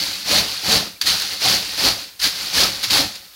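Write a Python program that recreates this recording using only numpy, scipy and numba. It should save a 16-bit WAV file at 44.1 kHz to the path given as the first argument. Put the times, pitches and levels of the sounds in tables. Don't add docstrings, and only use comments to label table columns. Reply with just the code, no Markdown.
import sys
import numpy as np
from scipy import signal
from scipy.fft import rfft, irfft
from scipy.io import wavfile
from scipy.ndimage import uniform_filter1d
from numba import njit

SR = 44100
rng = np.random.default_rng(int(sys.argv[2]) if len(sys.argv) > 2 else 0)


def rack_gain(trim_db):
    fader = np.asarray(trim_db, float)
    return 10 ** (fader / 20)


def transcribe(u):
    v = np.clip(np.atleast_2d(u).T, -1, 1)
    q = np.round(v * 32767).astype(np.int16)
    wavfile.write(sys.argv[1], SR, q)


N = 147735

# frequency_hz, level_db
KITCHEN_SPECTRUM = [(15, -48), (25, -13), (962, -13), (1520, -10), (2220, -13), (4490, -13), (7920, -14),
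                    (16000, -10)]
# start_s, peak_db
BASIN_THUDS = [(0.063, -46), (0.171, -46), (0.348, -32), (0.478, -51), (0.704, -46), (1.08, -35),
               (1.443, -42), (1.829, -27), (2.187, -36), (2.596, -31), (2.735, -48), (2.95, -42)]
# frequency_hz, level_db, t60_s
BOWL_MODES = [(111, 1, .15), (186, 1, .12), (212, 1, .12), (299, 2, .11), (370, -6, .06), (457, -4, .08),
              (548, 2, .12), (752, 2, .11), (851, -2, .08), (1258, -4, .07), (1768, -3, .07),
              (2101, -5, .05)]
# frequency_hz, level_db
SCRAPE_SPECTRUM = [(70, -44.5), (100, -9.5), (200, -4), (700, 1), (1300, -3.5), (2200, -16), (4000, -28)]
# start_s, peak_db, pitch_hz
WET_KNOCKS = [(.01, -24.5, 294), (.27, -19, 745), (.293, -20.5, 286), (.324, -8.5, 577), (.335, -13, 717),
              (.37, -20, 206), (.635, -22.5, 880), (.691, -17, 219), (.72, -13, 445), (.76, -20.5, 540),
              (.962, -22, 2350), (1.073, -25.5, 580), (1.456, -5.5, 746), (1.844, -17.5, 252),
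              (2.538, -45, 760), (2.58, 2.5, 1720), (2.645, -3, 1273), (2.928, -10, 860), (2.98, -12, 2000),
              (2.99, -12.5, 270), (1.068, -2.5, 1850), (2.869, -29.5, 112), (1.44, -24.5, 125)]
# frequency_hz, level_db
SHELL_SPECTRUM = [(700, -20), (1500, -10.5), (2500, -7.5), (4400, -4), (6300, -9), (8300, -17), (9700, -14),
                  (15500, -18.5)]
# frequency_hz, level_db, t60_s
TICK_MODES = [(1863, -26, .015), (3450, -11, .03), (4657, -10, .035), (5814, -18, .02), (9383, -24, .015),
              (11610, -21, .015)]
# start_s, full_s, end_s, level_db, end_level_db
HEAP_TUMBLES = [(-.1, -.01, 0.29, -21, -32), (.42, .5, 0.64, -25, -29.5), (.78, .82, 0.87, -30, -32.5),
                (1.011, 1.02, 1.058, -32, -24.5), (1.1, 1.16, 1.344, -24, -25.5),
                (1.55, 1.62, 1.76, -27, -26.5), (1.77, 1.79, 1.823, -21.5, -26),
                (1.93, 1.97, 2.035, -31, -32.5), (3.17, 3.24, 3.25, -46, -43.5),
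                (2.32, 2.42, 2.59, -24, -29), (2.68, 2.72, 2.99, -28.5, -27), (3.0, 3.04, 3.16, -32, -36.5)]
# start_s, level_db, attack_s, t60_s
GLOVE_SLAPS = [
    (1.0126, -14, .001, .07),
    (2.827, -15, .013, .11),
    (2.1915, -25, .006, .4),
    (2.901, -20, .007, .15),
    (3.148, -32, .008, .08),
    (3.333, -43, .004, .1),
    (1.217, -19, .004, .04),
    (1.197, -21, .002, .04),
]
# touch_s, full_s, let_go_s, level_db, bowl_load_db (relative to level_db)
HAND_PUSHES = [
    (0.237, 0.32, 0.39, -14, -11.5),
    (0.61, 0.72, .76, -13.5, -11),
    (1.05, 1.07, 1.112, -15.5, -21),
    (1.378, 1.454, 1.546, -14.5, -15),
    (1.76, 1.859, 1.885, -14.5, -11.5),
    (2.202, 2.241, 2.258, -15, -21),
    (2.512, 2.573, 2.641, -13.5, -14.5),
    (2.878, 2.944, 2.994, -14.5, -11.5),
]


def unit(x):
    return x / np.sqrt(np.mean(x ** 2))


def colour(x, points):
    hz, db = np.array(points, float).T
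    grid_hz = np.arange(1, 4098) * SR / 8192
    log_gain = np.interp(np.log(grid_hz), np.log(hz), db) * np.log(10) / 20
    cepstrum = irfft(log_gain)
    cepstrum[1:4096] *= 2
    cepstrum[4097:] = 0
    response = irfft(np.exp(rfft(cepstrum)))
    return signal.fftconvolve(x, response)[:N]


def ring(x, hz, t60):
    r = np.exp(-np.log(1000) / (t60 * SR))
    angle = 2 * np.pi * hz / SR
    return signal.lfilter([np.sin(angle) * np.sqrt(1 - r)], [1, -2 * r * np.cos(angle), r * r], x)


def flutter(rate_hz, spread_db):
    k = int(SR / rate_hz)
    wander = uniform_filter1d(uniform_filter1d(rng.standard_normal(N), k), k)
    return rack_gain(spread_db * unit(wander))


def motion(rows, rise, fall_db_s, lag_s=0.):
    t = np.arange(N) / SR - lag_s
    power = 0
    for start, full, end, db, end_db in rows:
        level_db = np.interp(t, [full, end], [db, end_db]) - fall_db_s * np.maximum(t - end, 0)
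        ramp = np.clip((t - start) / (full - start), 0, 1) ** rise
        power = power + (rack_gain(level_db) * ramp) ** 2
    return np.sqrt(power)


@njit
def pings(at, hz, cycles, size, n, sr):
    out = np.zeros(n + 4000)
    for k in range(len(at)):
        turn = np.exp(hz[k] / sr * (2j * np.pi - 1 / cycles[k]))
        z = size[k] + 0j
        for i in range(min(int(6 * cycles[k] * sr / hz[k]), 4000)):
            out[at[k] + i] += z.real
            z *= turn
    return out[:n]


def clatter(gain, count, scatter_db, cycles, low_hz, high_hz, tone=SHELL_SPECTRUM):
    u = rng.random((count, 5)).T
    at = (u[0] * N).astype(np.int64)
    hz = (np.sqrt(low_hz) + (np.sqrt(high_hz) - np.sqrt(low_hz)) * u[1]) ** 2
    turns = cycles * rack_gain(7 * (2 * u[2] - 1.5)) * (hz / low_hz) ** 0.49
    strength = rack_gain(scatter_db * np.minimum(-np.log(1 - u[3]), 6))
    sign = np.sign(u[4] - .5)
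    size = strength * sign * hz ** 0.58 / np.sqrt(turns)
    contacts = pings(at, hz, turns, size * gain[at], N, 1. * SR)
    return unit(colour(contacts, tone)) * np.sqrt(np.mean(gain ** 2))


def kitchen_hum():
    return unit(colour(rng.standard_normal(N), KITCHEN_SPECTRUM)) * rack_gain(-46)


def room_tail(shells):
    t60_s, level_db = .3, -12
    t = np.arange(SR // 2) / SR
    tail = rng.standard_normal(len(t)) * rack_gain(-60 * t / t60_s) * (t > .003)
    tail = tail / np.sqrt(np.sum(tail ** 2))
    return rack_gain(level_db) * signal.fftconvolve(shells, tail)[:N]


def sink(drive):
    mode_hz, t60_s, level_db, rise_s, hum_db = 49, 0.36, 4, 0.041, -58
    t = np.arange(N) / SR
    booms = np.zeros(N)
    for start, db in BASIN_THUDS:
        decay = rack_gain(db + level_db - 60 * np.maximum(t - start, 0) / t60_s)
        attack = np.clip((t - start) / rise_s, 0, 1)
        booms += decay * attack * np.sin(2 * np.pi * mode_hz * (t - start))
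    hum = unit(ring(rng.standard_normal(N) * np.sqrt(drive), mode_hz, t60_s))
    return booms + hum * rack_gain(hum_db)


def steel(taps):
    return sum(rack_gain(db) * ring(taps, hz, t60) for hz, db, t60 in BOWL_MODES)


def bowl(load, tumble):
    tumble_ring_db, tumble_load_db, scrape_db, slosh_db = -14.5, -21, 1, -2
    sparse = rng.random(N) < .05
    taps = unit(rng.standard_normal(N) * rack_gain(2.66 * rng.exponential(size=N)) * sparse)
    ring_gain = (load + rack_gain(tumble_ring_db) * tumble) * flutter(60, 2.3)
    rung = steel(taps * ring_gain) / np.std(steel(taps))
    load = load + rack_gain(tumble_load_db) * tumble
    scrape = unit(colour(rng.standard_normal(N), SCRAPE_SPECTRUM)) * load * flutter(45, 1.67)
    slosh = clatter(load, count=600, scatter_db=3.0, cycles=3.0, low_hz=150.3, high_hz=1534,
                    tone=SCRAPE_SPECTRUM)
    return rung + rack_gain(scrape_db) * scrape + rack_gain(slosh_db) * slosh


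def knocks():
    level_db, decay_cycles, attack_s = -1.5, 6.9, 0.0041
    out = np.zeros(N + SR)
    t = np.arange(SR // 4) / SR
    for start, db, hz in WET_KNOCKS:
        shape = np.exp(-t * hz / decay_cycles) * (1 - np.exp(-t / attack_s))
        note = np.sin(2 * np.pi * hz * t * (1 + 0.7 * t))
        i = int(start * SR)
        out[i:i + len(t)] += rack_gain(db + level_db) * shape * note
    return out[:N]


def settling_shells():
    return clatter(rack_gain(-53) * flutter(26, 1.3), count=5000, scatter_db=-2.5, cycles=2.0,
                   low_hz=870, high_hz=15700)


def tumbling_shells(tumble):
    return clatter(tumble * flutter(100, 0.56), count=30000, scatter_db=2.0, cycles=2.25,
                   low_hz=867, high_hz=16980)


def swish(gain):
    return rack_gain(-6) * unit(colour(rng.standard_normal(N), SHELL_SPECTRUM)) * gain


def tick():
    t = np.maximum(np.arange(N) / SR - GLOVE_SLAPS[0][0], 0)
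    modes = sum(rack_gain(db - 60 * t / t60) * np.sin(2 * np.pi * hz * t) for hz, db, t60 in TICK_MODES)
    return modes * np.clip(t / 0.0016, 0, 1)


def slap_gain():
    t = np.arange(N) / SR
    gain = np.zeros(N)
    for start, db, attack, t60 in GLOVE_SLAPS:
        decay = rack_gain(db - 60 * np.maximum(t - start - attack, 0) / t60)
        gain += decay * np.clip((t - start) / attack, 0, 1)
    return gain


def pushed_shells(gain):
    return clatter(gain * flutter(135, 0.64), count=40000, scatter_db=2.5, cycles=1.4,
                   low_hz=888, high_hz=16860)


def scene():
    push_rows = [(a, b, c, db, db) for a, b, c, db, _ in HAND_PUSHES]
    load_rows = [(a, b, c, db + w, db + w) for a, b, c, db, w in HAND_PUSHES]
    push = motion(push_rows, rise=1.37, fall_db_s=215.5)
    load = motion(load_rows, rise=1.28, fall_db_s=215.5, lag_s=0.0086)
    tumble = motion(HEAP_TUMBLES, rise=0.55, fall_db_s=144)
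    slap = slap_gain()
    shells = settling_shells() + tumbling_shells(tumble) + pushed_shells(push + slap)
    vessel = sink(push + tumble) + bowl(load, tumble) + knocks()
    near = shells + vessel + swish(push + tumble + slap) + tick()
    return (near + room_tail(shells))[None] * rack_gain(-4) + kitchen_hum()


def roll_off(x):
    return signal.sosfilt(signal.butter(12, 16540, fs=SR, output="sos"), x)


def record(dry):
    port_hz, port_width_hz, port_db, low_hz, top_hz = 4500, 950, 6.5, 38, 15830
    b, a = signal.iirpeak(port_hz, port_hz / port_width_hz, fs=SR)
    x = dry + (rack_gain(port_db) - 1) * signal.lfilter(b, a, dry)
    x = np.tanh(1.1 * x) / 1.1
    x = signal.sosfilt(signal.butter(3, low_hz, "high", fs=SR, output="sos"), x)
    x = signal.sosfilt(signal.ellip(12, .2, 70, top_hz, fs=SR, output="sos"), x)
    return roll_off(x)


dry = scene()
out = record(dry)
transcribe(out)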